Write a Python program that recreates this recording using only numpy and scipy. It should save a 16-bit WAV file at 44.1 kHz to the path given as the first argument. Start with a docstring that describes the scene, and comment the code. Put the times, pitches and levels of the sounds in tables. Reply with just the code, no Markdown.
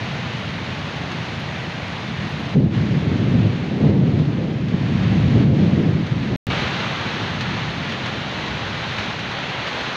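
"""Under the eaves, a phone hears heavy rain on a tin roof and on leaves while thunder rolls.
Countless drops blur into a hiss, and a few near ones splat or tick. The thunder is a stream of
low thuds from all along the lightning's path, with louder claps standing out. The sound drops
out for a tenth of a second, then carries on at a second spot with louder rain."""
import sys
import numpy as np
from scipy import signal
from scipy.fft import rfft, irfft, next_fast_len
from scipy.io import wavfile
from scipy.ndimage import uniform_filter1d

SR = 44100
rng = np.random.default_rng(int(sys.argv[2]) if len(sys.argv) > 2 else 0)


def unload_wav(signal):
    """Save mono or channel-first audio to the path in sys.argv[1] as 16-bit WAV at rate SR, clipped to [-1, 1]."""
    wavfile.write(
        sys.argv[1],
        SR,
        np.round(np.clip(np.atleast_2d(signal).T, -1, 1) * 32767).astype(np.int16),
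    )


N = 439236
T = np.arange(N) / SR
DROPOUT_START_S, DROPOUT_END_S, SECOND_SPOT_S = 6.3615, 6.4683, 6.502

# Tone of rain on leaves, for the second spot and all splats: f/Hz, level/dB
LEAF_TONE = [(50, -11), (150, -0.5), (350, -3.5), (750, -2.5), (1150, -3.5), (1900, -3.5), (3000, -6),
             (4100, -9), (5000, -20.5), (6500, -24), (7800, -43), (9600, -49.5), (11600, -49.5),
             (15700, -69)]


def undb(db):
    """Turn decibels into a number to multiply a sound by."""
    return 10 ** (np.asarray(db) / 20)


def curves(table):
    """Join a table's timed points with straight lines, giving one curve per value column."""
    times, *columns = np.transpose(table)
    return [np.interp(T, times, column) for column in columns]


def colour(x, tone, ref_hz, tilt_db_per_octave=0):
    """Give x a tone; white noise of strength 1 comes out with strength 1 in the range ref_hz."""
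    hz, db = np.transpose(tone)
    size = 8192
    f = np.maximum(np.arange(size // 2 + 1) * SR / size, 1)
    gain = undb(np.interp(np.log(f), np.log(hz), db) + tilt_db_per_octave * np.log2(f))
    in_range = (f >= ref_hz[0]) & (f < ref_hz[1])
    gain /= np.sqrt(2 / size * np.sum(gain[in_range] ** 2))
    # make the filter ring only after a hit, never before it
    cepstrum = irfft(np.log(gain))
    cepstrum[1:size // 2] *= 2
    cepstrum[size // 2 + 1:] = 0
    ring = irfft(np.exp(rfft(cepstrum)))
    return signal.fftconvolve(x, ring)[:N]


def band(x, low_hz, high_hz):
    """Keep only the frequencies between two limits."""
    size = next_fast_len(N)
    f = np.arange(size // 2 + 1) * SR / size
    return irfft(rfft(x, size) * ((f >= low_hz) & (f < high_hz)), size)[:N]


def smooth(x, width):
    """Blur a curve by averaging it twice over width samples."""
    return uniform_filter1d(uniform_filter1d(x, width), width)


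def wander(per_s):
    """A smooth random curve that heads for a new value per_s times a second."""
    hold = int(SR / per_s)
    steps = np.repeat(rng.standard_normal(N // hold + 1), hold)
    return 1.3 * smooth(steps, hold)[:N]


def patter(per_s, spread_db, fade_s):
    """Noise that jumps at random hits of uneven size; each fades by 60 dB in fade_s."""
    is_hit = rng.random(N) < per_s / SR
    hit_db = -spread_db * np.log(1 - rng.random(N))
    power_kept = undb(-60 / (fade_s * SR)) ** 2
    power = signal.lfilter([1], [1, -power_kept], is_hit * undb(hit_db) ** 2)
    noise = np.sqrt(power) * rng.standard_normal(N)
    return noise / np.std(noise)


def rain():
    """Far drops blur to a hiss and nearer ones patter; gusts stir it all, the finest spray most."""
    # How loud the rain is: t/s, level/dB
    loudness = [(0, -33.5), (.6, -34.5), (1.1, -34), (2.0, -35), (2.53, -34.5), (2.8, -37), (3.3, -37.5),
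                (3.85, -39), (4.3, -40.5), (4.67, -41.5), (4.73, -39), (5.05, -34), (5.2, -35.8),
                (5.42, -36), (5.95, -38.5), (6.36, -36), (6.5, -36), (6.503, -27.5), (7.0, -29.5),
                (7.4, -31.5), (8.7, -32), (8.85, -30.5), (9.08, -30), (9.17, -32.5), (9.55, -30),
                (9.96, -29.5)]
    # Tone of rain on the tin roof, for the first spot: f/Hz, level/dB
    roof_tone = [(50, -15), (150, -8.5), (350, -3.5), (750, -2.5), (1400, -5.5), (1950, -4), (3000, -7.5),
                 (4100, -11.5), (5100, -21), (6600, -25.5), (7800, -42), (11500, -48.5), (13000, -55.5),
                 (15700, -65)]
    drops = rng.standard_normal(N) + undb(-7) * patter(per_s=1200, spread_db=2.14, fade_s=0.031)
    gust_db, dip_db = 0.37 * wander(per_s=9), rain_dips()
    edges_hz = [0, 700, 1400, 2800, 4700, 7500, 11000, SR]
    hiss = np.zeros(N)
    for low, high in zip(edges_hz, edges_hz[1:]):
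        flutter_db = (0.55 if low >= 7500 else 0.25) * wander(per_s=15)
        spray_db = -0.14 * dip_db * (low >= 4700)  # fine spray escapes part of each dip
        hiss += undb(gust_db + flutter_db + spray_db) * band(drops, low, high)
    hiss *= undb(curves(loudness)[0] + dip_db) / np.std(hiss)
    roof, leaves = (colour(hiss, tone, ref_hz=(1500, 4000)) for tone in (roof_tone, LEAF_TONE))
    return np.where(T < SECOND_SPOT_S, roof, leaves)


def thunder():
    """Thuds arrive from all along the lightning: near parts crackle higher, far ones are deeper."""
    # Tone of the thuds: f/Hz, level/dB
    tone = [(15, -73), (25, -43.5), (54, -18.5), (98, -3.5), (144, 0), (213, -5), (330, -15), (366, -18),
            (517, -23.5), (900, -38), (1170, -51), (1980, -120)]
    # How the roll swells and fades: t/s, level/dB, crackle boost/dB, bass boost/dB
    roll = [(0, -28, -2.5, 3), (.9, -29.5, -2.5, -1), (1.2, -29, 0, 2), (1.95, -33, -2, 7),
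            (2.2, -24.5, -6, -5), (2.535, -31, 5, 7), (2.56, -17, -2.5, -2), (3.0, -18.5, 2, -5.5),
            (3.45, -17.5, 0, 1), (3.63, -27.5, 9, 1), (3.78, -22.5, 5.5, -4), (3.87, -15.5, 5, -5),
            (4.12, -16.5, 1, 0), (4.45, -23.5, 6, -3.5), (4.8, -20.5, 0, -1.5), (5.12, -16, -5, 3),
            (5.6, -14, 1, -6), (5.95, -17.5, 2, -5), (6.08, -25.5, 4, 8), (6.48, -25, 5.5, 1.5),
            (6.65, -28.5, -3.5, 4), (7.1, -32.5, 5.5, 3), (7.5, -26, -5, 3), (8.2, -32.5, 4.5, 0.5),
            (8.6, -32.5, 0.5, 8), (9.45, -34, -3, 0), (9.96, -46, -8, 12)]
    roll_db, crackle_db, bass_db = curves(roll)
    level_db = 10 * np.log10(undb(roll_db) ** 2 + clap_power())
    thuds = colour(patter(per_s=300, spread_db=1.0, fade_s=0.24), tone, ref_hz=(60, 250))
    # even out the thuds' own swells, so the roll's loudness follows the level curve alone
    local_power = smooth(thuds ** 2, int(0.12 * SR))
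    thuds /= np.maximum(local_power, 0.05) ** 0.63
    bass = signal.sosfiltfilt(signal.butter(2, 100, "low", fs=SR, output="sos"), thuds)
    crackle = signal.sosfiltfilt(signal.butter(2, 260, "high", fs=SR, output="sos"), thuds)
    return undb(level_db) * (thuds + (undb(crackle_db) - 1) * crackle + (undb(bass_db) - 1) * bass)


def ticks(fade_s=0.08):
    """Tiny droplets burst as short puffs of very high hiss."""
    # Droplets landing: t/s, level/dB
    droplets = [(.137, -68), (.393, -68), (1.398, -63), (1.881, -68), (2.295, -66), (2.398, -65),
                (3.772, -72), (3.852, -71), (4.134, -72), (5.826, -71)]
    puffs = sum(undb(db - 60 * np.maximum(T - start, 0) / fade_s) * (T >= start)
                for start, db in droplets)
    hiss = band(rng.standard_normal(N), low_hz=8000, high_hz=13000)
    return puffs * hiss / np.std(hiss)


def splats(rise_s=0.0016, fade_s=0.11):
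    """Each near drop is a quick burst of spray, brighter than the rain behind it."""
    # Near drops landing: t/s, level/dB
    near_drops = [(0.963, -52), (1.1145, -45.5), (2.455, -58), (4.188, -53), (4.682, -52.5), (6.064, -51.5),
                  (7.0514, -57), (7.4062, -41), (7.8436, -52), (7.8934, -46), (7.918, -45.5),
                  (8.0586, -43.5), (8.9825, -42.5), (9.191, -47), (9.3122, -47), (9.6744, -44)]
    bursts = np.zeros(N)
    for start, db in near_drops:
        span = slice(int(start * SR), int(start * SR) + SR // 4)
        age = T[span] - start
        bursts[span] += undb(db - 60 * age / fade_s) * np.clip(age / rise_s, 0, 1)
    spray = bursts * rng.standard_normal(N)
    return colour(spray, LEAF_TONE, ref_hz=(5000, 12000), tilt_db_per_octave=3)


def rain_dips(fall_s=0.011, return_s=0.05, deepen=1.3):
    """The rain's level change in dB near three loud claps: it drops fast, sinks on, then comes back."""
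    # Brief dips: start t/s, first drop/dB, time held/s
    dips = [(2.545, -8, 0.15), (3.9, -3, 0.12), (5.441, -3.5, .08)]
    return sum(db * np.interp(T - start, [0, fall_s, held, held + return_s], [0, 1, deepen, 0])
               for start, db, held in dips)


def clap_power(rise_s=0.016, fade_s=0.26):
    """The power that claps add to the thunder: each swells quickly, then rumbles away."""
    # Claps that stand out of the roll: peak t/s, level/dB
    claps = [(2.564, -8.5), (2.603, -14), (2.77, -25), (2.885, -15), (3.345, -12), (3.39, -14), (3.44, -15),
             (3.809, -11.5), (3.895, -13), (3.945, -15.5), (4.015, -20.5), (4.181, -13), (4.31, -23),
             (4.74, -19), (4.86, -23), (5.36, -10.5), (5.48, -18), (5.789, -21), (5.885, -15.5),
             (6.125, -23), (6.19, -24.5), (6.29, -24.5), (6.34, -22)]
    power = np.zeros(N)
    for peak, db in claps:
        swell = np.clip(1 + (T - peak) / rise_s, 0, 1)
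        fade = undb(db - 60 * np.maximum(T - peak, 0) / fade_s)
        power += (swell * fade) ** 2
    return power


def scene():
    """Rain, thunder and near drops, added into one channel."""
    return (rain() + thunder() + ticks() + splats())[None]


def record(dry, bass_cut_hz=42, treble_cut_hz=15750):
    """The phone thins the deepest bass, rounds the peaks, goes silent briefly and cuts the top treble."""
    thinned = signal.sosfilt(signal.butter(2, bass_cut_hz, "high", fs=SR, output="sos"), dry)
    rounded = np.tanh(0.86 * thinned) / 0.77
    sound_on = (T < DROPOUT_START_S) | (T > DROPOUT_END_S)
    treble_cut = signal.ellip(10, 0.2, 70, treble_cut_hz, fs=SR, output="sos")
    return signal.sosfilt(treble_cut, sound_on * rounded)


dry = scene()
out = record(dry)
unload_wav(out)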